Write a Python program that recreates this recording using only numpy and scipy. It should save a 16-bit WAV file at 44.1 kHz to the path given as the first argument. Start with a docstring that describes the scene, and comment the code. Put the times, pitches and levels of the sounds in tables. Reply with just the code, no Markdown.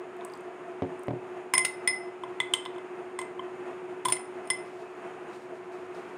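"""Last drops fall from a plastic jug into a glass of water, over the hum and throb of a three-bladed
ceiling fan in a small kitchen. The jug is set down and the table top booms. Then the main sound, close
under the phone's microphone: a steel spoon stirs in powder and knocks the wall of the glass, and both
steel and glass ring. Soft swishes of hiss come and go; the kitchen's steady noise lies behind it all."""
import sys
import numpy as np
from scipy import signal
from scipy.fft import rfft, irfft, next_fast_len
from scipy.io import wavfile
from scipy.ndimage import uniform_filter1d

SR = 44100
rng = np.random.default_rng(int(sys.argv[2]) if len(sys.argv) > 2 else 0)


def wrap_up_sound(samples):
    """Save the sound to the file named by the first command line argument, as 16-bit audio."""
    columns = np.atleast_2d(samples).T
    # keep every value between -1 and 1, then stretch to whole-number steps
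    tamed = np.clip(columns, -1, 1)
    steps = np.round(tamed * 32767).astype(np.int16)
    wavfile.write(sys.argv[1], SR, steps)


N = 272394


def undb(db):
    """Gain of a level in dB."""
    return 10 ** (np.asarray(db) / 20)


def level(x, db):
    """Scale to an rms level."""
    return x * undb(db) / np.sqrt(np.mean(x ** 2))


def colour(x, points):
    """Shape a sound by (Hz, dB) points."""
    hz, db = np.transpose(points)
    size = next_fast_len(len(x))
    bins = np.maximum(np.arange(size // 2 + 1) * SR / size, 1)
    gain = undb(np.interp(np.log(bins), np.log(hz), db))
    return irfft(rfft(x, size) * gain, size)[:len(x)]


def band(x, hz, width_hz):
    """One resonance."""
    return signal.lfilter(*signal.iirpeak(hz, hz / width_hz, fs=SR), x)


def walk(rate_hz):
    """A smooth random drift with a spread near 1."""
    hold = int(SR / rate_hz)
    steps = np.repeat(rng.standard_normal(N // hold + 1), hold)
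    return 1.3 * uniform_filter1d(uniform_filter1d(steps, hold), hold)[:N]


def add(out, start_s, sound):
    """Mix a sound in at its start time."""
    i = int(start_s * SR)
    out[i:i + len(sound)] += sound[:N - i]


def ring(hz, t60, attack_s, turn=0):
    """A struck mode: it swells for twice attack_s, then dies away."""
    t = np.arange(int(SR * (t60 + 4 * attack_s))) / SR
    swell = np.sin(np.pi / 2 * np.minimum(t / (2 * attack_s), 1)) ** 2
    fade = np.exp(-np.log(1000) * np.maximum(t - 2 * attack_s, 0) / t60)
    return swell * fade * np.sin(2 * np.pi * (hz * t + turn))


def burst(decay_s, attack_s=.0001):
    """A short spit of noise."""
    t = np.arange(2600) / SR
    return rng.standard_normal(len(t)) * np.exp(-t / decay_s) * (1 - np.exp(-t / attack_s))


SHAFT_HZ, SLOTS, BLADES = 4.35293, 84, 3  # the fan overhead
# Room tone of the kitchen. Each row: frequency in Hz, relative noise density in dB.
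ROOM_TONE = [(40, -42), (140, -26.5), (260, -21.5), (440, -17), (540, -24.5), (700, -19.5), (1320, -25),
             (2600, -33.5), (4000, -50), (6000, -55), (6950, -48), (7700, -57), (8600, -50), (11000, -63),
             (16300, -78)]


def kitchen(t):
    """Distant household noise and air from the fan, puffing once a turn and swelling a little."""
    puff_db = 2.5 * np.exp(-((SHAFT_HZ * t + 0.059) % 1) / 0.17)
    swell = undb(uniform_filter1d(puff_db, size=900) + .4 * walk(1.5) + .9 * walk(9))
    return level(colour(rng.standard_normal(N) * swell, ROOM_TONE), db=-45.5)


# Reverberation of the small kitchen. Each row: frequency in Hz, time to fall 60 dB in seconds.
ROOM_DECAY = [(100, 0.53), (2000, 0.35), (8000, 0.28), (16000, 0.12)]


def room(close, echo_db=-14):
    """The walls' many echoes reach the microphone behind the close sound, as bands of fading noise."""
    t, tail = np.arange(SR // 2) / SR, 0
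    hz, t60 = np.transpose(ROOM_DECAY)
    for centre in 125 * 2. ** np.arange(8):
        fade = np.exp(-np.log(1000) * t / np.interp(np.log(centre), np.log(hz), t60))
        tail += band(rng.standard_normal(len(t)), centre, centre * 0.57) * fade
    tail *= 1 - np.exp(-t / 0.007)
    tail /= np.sqrt(np.sum(tail ** 2))
    return close + undb(echo_db) * signal.fftconvolve(close, tail)[:N]


# Level of the low hum, raised around the jug's landings and the late clinks.
# Each row: time in seconds, level in dB.
HUM_LEVELS = [(0.0, -42.5), (0.1, -43.5), (0.26, -44.5), (0.65, -45.5), (0.83, -40), (1.03, -40.5),
              (1.43, -42.5), (1.86, -42), (4.06, -40), (4.18, -42), (5.28, -45.5), (5.9, -42),
              (6.07, -46.5), (6.18, -43.5)]


def fan_hum(t):
    """The rotor slots sing; the shaft wobbles once a turn and the blades throw shifted echoes."""
    turn = SHAFT_HZ * t
    wobble = 0.25 * np.sin(2 * np.pi * (turn - .42))
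    tone = np.exp(2j * np.pi * SLOTS * turn + 1j * wobble)
    blade = np.exp(2j * np.pi * (BLADES * turn - 0.15))
    echoed = tone * (1 + 0.44 / blade + 0.051 * blade)  # one echo below the tone, a faint one above
    sway = 1 + 0.22 * np.cos(2 * np.pi * (turn + 0.037))  # the fan leans nearer and further
    return level(echoed.real * sway, 0) * undb(np.interp(t, *np.transpose(HUM_LEVELS)))


# Resonances of the fan's housing. Each row: frequency in Hz, filter width in Hz, level in dB.
HOUSING_BANDS = [(429, 23.5, -61), (677.8, 70, -52), (1316, 9.9, -73.5), (2584, 23, -70.5)]


def fan_whir(t):
    """Up at the ceiling, a rub once a turn rings the housing."""
    turn = SHAFT_HZ * t
    # the same spot rubs on every turn, so part of the noise repeats
    spot = rng.standard_normal(SR)[(turn % 1 * SR / SHAFT_HZ).astype(int)]
    throb = np.exp(0.46 * np.cos(2 * np.pi * (turn + 0.013)))
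    rub = (0.4 * spot + rng.standard_normal(N)) * throb
    return sum(level(band(band(rub, hz, width), hz, width), db) for hz, width, db in HOUSING_BANDS)


# Soft swishes of hiss. Each row: peak time in seconds, level in dB, fade in dB per second.
SWISHES = [(.27, -77, 80), (.34, -74, 260), (4.66, -66, 35), (5.304, -65, 46), (5.55, -72.5, 128.5),
           (5.724, -67.5, 60), (5.95, -66, 50)]


def fine_hiss(t, attack_s=0.025):
    """Soft swishes, and the fading hiss after the last clink: each rises quickly and dies away."""
    gain = 0
    for peak_s, db, fade in SWISHES:
        rise = np.clip(1 + (t - peak_s) / attack_s, 0, 1) ** 2
        gain += rise * undb(db - fade * np.maximum(t - peak_s, 0))
    hiss = band(rng.standard_normal(N), 3600, 2300) + 0.41 * band(rng.standard_normal(N), 8400, 2500)
    flicker = undb(2.1 * walk(40))
    return gain * level(band(hiss, 5600, 7400) * flicker, db=0.53)


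# Modes of the table top. Each row: frequency in Hz, relative level in dB, time to fall 60 dB in seconds.
TABLE_MODES = [(129.5, -2.5, 0.17), (160.8, -6, 0.2), (222, 3.5, 0.048), (271, 1, 0.073), (422, 1.5, 0.06),
               (560, 1, 0.024), (697, -7.5, 0.055), (922, -8.5, 0.053)]


def table_boom(blow_db):
    """The table under the glass booms, its modes balanced a little differently at each blow."""
    out = np.zeros(SR // 2)
    for hz, db, t60 in TABLE_MODES:
        scatter_db = 2.5 * rng.standard_normal()
        add(out, 0, undb(blow_db + db + scatter_db) * ring(hz, t60, 0.00089))
    return out


# The jug landing nearby. Each row: start in seconds, level in dB, gap between bounces in seconds.
JUG_LANDINGS = [(0.8212, -26.5, .011), (1.0823, -27.5, .025)]


def jug(bounces=2, bounce_thud_db=-3, bounce_slap_db=-10):
    """The jug's base booms the table, pushes the air and slaps faintly, weaker on each bounce."""
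    thuds, slaps = np.zeros(N), np.zeros(N)
    for start_s, db, gap_s in JUG_LANDINGS:
        for bounce in range(bounces + 1):
            hit_s = start_s + bounce * gap_s
            slap_gain = undb(db + bounce * bounce_slap_db)
            add(thuds, hit_s, table_boom(db + bounce * bounce_thud_db))
            add(thuds, hit_s, 2.2 * slap_gain * ring(530, 0.011, 0.00028))  # the push of air
            add(slaps, hit_s, 1.4 * slap_gain * burst(0.0025))
    return thuds + band(band(band(slaps, 1500, 2300), 1500, 2300), 1800, 3000)


# Drops and small ticks, close to the microphone.
# Each row: start in seconds, tick level in dB, bubble's starting pitch in Hz, bubble level in dB.
DRIPS = [(.1674, -51, 3620, -62), (0.21, -66, 3500, -40.5), (.249, -31.5, 8060, -36),
         (0.2993, -60, 4540, -47), (.321, -48, 8500, -47), (0.337, -47, 4630, -37.5),
         (0.3536, -53, 7500, -46), (.3745, -49, 8800, -51), (0.408, -52, 8600, -53), (.719, -68, 4570, -57),
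         (.994, -49, 8550, -43), (1.034, -42, 8700, -45), (1.071, -52, 8650, -49), (5.948, -60, 5000, -49)]


def drops(plop_db=-1.5):
    """A bright tick, a tiny bubble whose pitch rises as it surfaces, a plop of the air in the glass."""
    tones, ticks = np.zeros(N), np.zeros(N)
    t = np.arange(600) / SR
    envelope = np.exp(-t / 0.0013) * (1 - np.exp(-t / 0.0002))
    for start_s, tick_db, hz, bubble_db in DRIPS:
        bubble = envelope * np.sin(2 * np.pi * hz * t * (1 + 12 * t))
        add(tones, start_s, undb(bubble_db) * bubble)
        add(tones, start_s, undb(bubble_db + plop_db) * ring(1036, 0.032, 0.0026))
        add(ticks, start_s, undb(tick_db) * burst(0.0017))
    return tones + band(band(ticks, 8900, 5000), 9500, 8000)


def family_levels(crack_db, handle_db, bowl_db, glass_db, bright_db, in_drink):
    """How hard a blow drives each family of modes in spoon and glass, in dB."""
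    return (handle_db,                                                   # 0 spoon handle
            glass_db,                                                    # 1 rim, low
            bowl_db,                                                     # 2 spoon bowl
            glass_db + 1.33 * bright_db + (-4.5 if in_drink else -8.5),  # 3 rim, 1.33 octaves up
            crack_db + (-13 if in_drink else -11),                       # 4 spoon tip
            glass_db + 1.76 * bright_db,                                 # 5 rim, high, near 9.3 kHz
            crack_db + (-22 if in_drink else -9),                        # 6 rim, top
            crack_db + (7.5 if in_drink else 4))                         # 7 spoon edge


# Modes of spoon and glass; the uneven glass splits its rings into twins. Each row: family number,
# twin 0 or 1, frequency in Hz, relative level in dB, time to fall 60 dB in seconds (spoon in air).
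CLINK_MODES = [(0, 0, 1037, 0, .12), (0, 1, 990, -3, .09), (1, 0, 2057, 0, .36), (1, 1, 2031, 0, .36),
               (1, 0, 2116, -8, .22), (1, 0, 2159, -9, .22), (1, 1, 2465, -18, .15), (2, 0, 3075, -1, .07),
               (2, 0, 3190, -7, .08), (2, 1, 3440, 0, .07), (3, 1, 5178, 0, .34), (3, 0, 5196, -2, .3),
               (3, 0, 5060, -14, .2), (3, 1, 5360, -18, .2), (4, 0, 6551, 0, .09), (4, 1, 7400, -6, .07),
               (5, 0, 9240, -2, .17), (5, 0, 9320, -3, .22), (5, 1, 9440, -4, .21), (5, 1, 9157, -8, .2),
               (5, 0, 9385, -7, .22), (6, 0, 14510, 0, .15), (6, 1, 14490, -1, .14), (6, 0, 13455, -8, .1),
               (6, 1, 4484, -3, .08), (7, 0, 8350, -4, .06), (7, 1, 8500, -3, .07), (7, 0, 8620, -3, .07),
               (7, 1, 8900, -6, .06)]


def struck_modes(family_db, place, contact_s, lasting_db, in_drink):
    """Each mode clanks while spoon and glass touch, then leaves a thinner, lasting ring."""
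    twin_gain = np.cos(2 * np.pi * place), np.sin(2 * np.pi * place)
    ring_share = 0.64 if in_drink else 1
    for family, twin, hz, db, t60 in CLINK_MODES:
        turn, detune = rng.random(), rng.random() - .5
        gain = twin_gain[twin] * undb(family_db[family] + db)
        # in touch, the two bodies damp and detune each other
        clank = 1.18 * gain * ring(hz * (1 + 0.015 * detune), 0.19 * t60, contact_s, turn)
        free = gain * ring(hz * (1 + 0.0011 * detune), ring_share * t60, contact_s, turn)
        wall_db = -2.26 * np.log2(hz / 2000)  # the wet wall soaks up the high rings most
        yield family, clank, undb(lasting_db + wall_db) * free


# Tone of the crack of steel on glass. Each row: frequency in Hz, gain in dB.
CRACK_TONE = [(300, 16), (1000, 21), (2000, 21.5), (3200, 20), (5500, 7.5), (7500, 17.5), (8500, 11.5),
              (9800, 17), (12000, 4), (15000, -1), (16400, -20)]
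# Blows of the spoon. Each row: start in seconds, levels of crack, handle, bowl and glass in dB,
# glass brightness in dB per octave, place round the rim in turns, contact in ms (capped at 8 below),
# relative level of the lasting ring in dB.
SPOON_BLOWS = [(1.537, -28, -24, -29, -27, 4.5, 0.072, .6, -3.5),
               (1.5504, -46.5, -31, -41, -29.5, 4.5, 0.16, 0.59, -4.5),
               (1.5784, -30, -26.5, -26.5, -23, 2.7, 0.064, 0.91, -11.5),
               (1.5853, -44.5, -42, -46, -26.5, -5, .068, 0.99, -10),
               (1.6485, -27, -38, -34, -27.5, 2, 0.091, 1.03, -8.5),
               (1.8744, -34, -34.5, -33, -21.5, 1, 0.18, 0.83, -1),
               (2.2350, -59, -32.5, -43, -51, -7, 0.13, 1.1, -10),
               (2.4015, -38.5, -26.5, -22, -27, -17, 0.19, 0.62, -6.5),
               (2.5358, -29, -35.5, -19.5, -31, -3, 0.061, 1.36, -6.5),
               (2.6523, -53.5, -47, -39, -35.5, -10.5, 0.13, 0.51, -27),
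               (2.6600, -64, -31.5, -30, -61, -4, 0.11, 0.32, -14),
               (2.7604, -76.5, -40, -51, -53, -13, 0.11, 0.72, -8),
               (2.7817, -65, -40, -47, -50, -11, 0.11, 0.64, -11),
               (3.1887, -40, -33, -47, -38.5, -9, 0.076, 0.92, -2),
               (3.2131, -47.5, -39, -44, -43, -11, 0.061, 1.7, -7),
               (3.3917, -80, -34.5, -40.5, -50, -14, 0.019, 2.2, -10),
               (4.0498, -32.5, -22.5, -36.5, -46.5, 8.5, 0.15, 3.6, -3.5),
               (4.0821, -37.5, -25.5, -35, -55, 14.5, 0.29, 2.4, -1),
               (4.0974, -40, -32, -50, -57, 10, 0.21, 2.6, -3.5),
               (4.1226, -30.5, -31, -28, -29.5, 6, 0.05, 0.5, -20),
               (4.1663, -49, -37.5, -51, -40, -10, 0.15, 0.88, -11),
               (4.44, -74, -60.5, -73, -70, 5, 0.19, 9.3, 3),
               (4.4720, -59, -61.5, -66, -62.5, 3, 0.082, 1.5, 3),
               (4.501, -34.5, -29, -23.5, -20.5, 1.5, 0.1, 0.84, -18)]


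def spoon_on_glass(in_drink_s=(2.05, 3.7)):
    """Close under the microphone each blow cracks, clanks and rings, more briefly below the surface."""
    clanks, cracks, families = np.zeros(N), np.zeros(N), np.zeros((8, N))
    for blow in SPOON_BLOWS:
        start_s, crack_db, handle_db, bowl_db, glass_db, bright_db, place, contact_ms, lasting_db = blow
        in_drink = in_drink_s[0] < start_s < in_drink_s[1]
        contact_s = min(contact_ms, 8) / 1000
        family_db = family_levels(crack_db, handle_db, bowl_db, glass_db, bright_db, in_drink)
        for family, clank, lasting in struck_modes(family_db, place, contact_s, lasting_db, in_drink):
            add(clanks, start_s, clank)
            add(families[family], start_s, lasting)
        snap = burst(0.00075 + contact_s, 1.7 * contact_s)
        tail = 0.26 * band(burst(0.0089, contact_s), 5000, 9000)
        add(cracks, start_s, undb(crack_db) * (snap + tail))
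        add(clanks, start_s, table_boom(handle_db - 19))  # the glass passes the blow to the table
    # the sloshing drink makes each family of rings waver on its own
    rings = sum(family * undb(3.2 * walk(39.985)) for family in families)
    return clanks + rings + colour(cracks, CRACK_TONE)


def scene():
    """One microphone above the glass: near sounds echo in the kitchen; fan and air fill it."""
    t = np.arange(N) / SR
    close = spoon_on_glass() + drops() + jug()
    return (room(close) + fine_hiss(t) + fan_hum(t) + fan_whir(t) + kitchen(t))[None]


def record(dry):
    """The phone cuts the deep bass and the very top."""
    low_cut = signal.butter(3, 95, "highpass", fs=SR, output="sos")
    high_cut = signal.ellip(10, .2, 80, 16400, fs=SR, output="sos")
    return signal.sosfilt(high_cut, signal.sosfilt(low_cut, dry))


dry = scene()
out = record(dry)
wrap_up_sound(out)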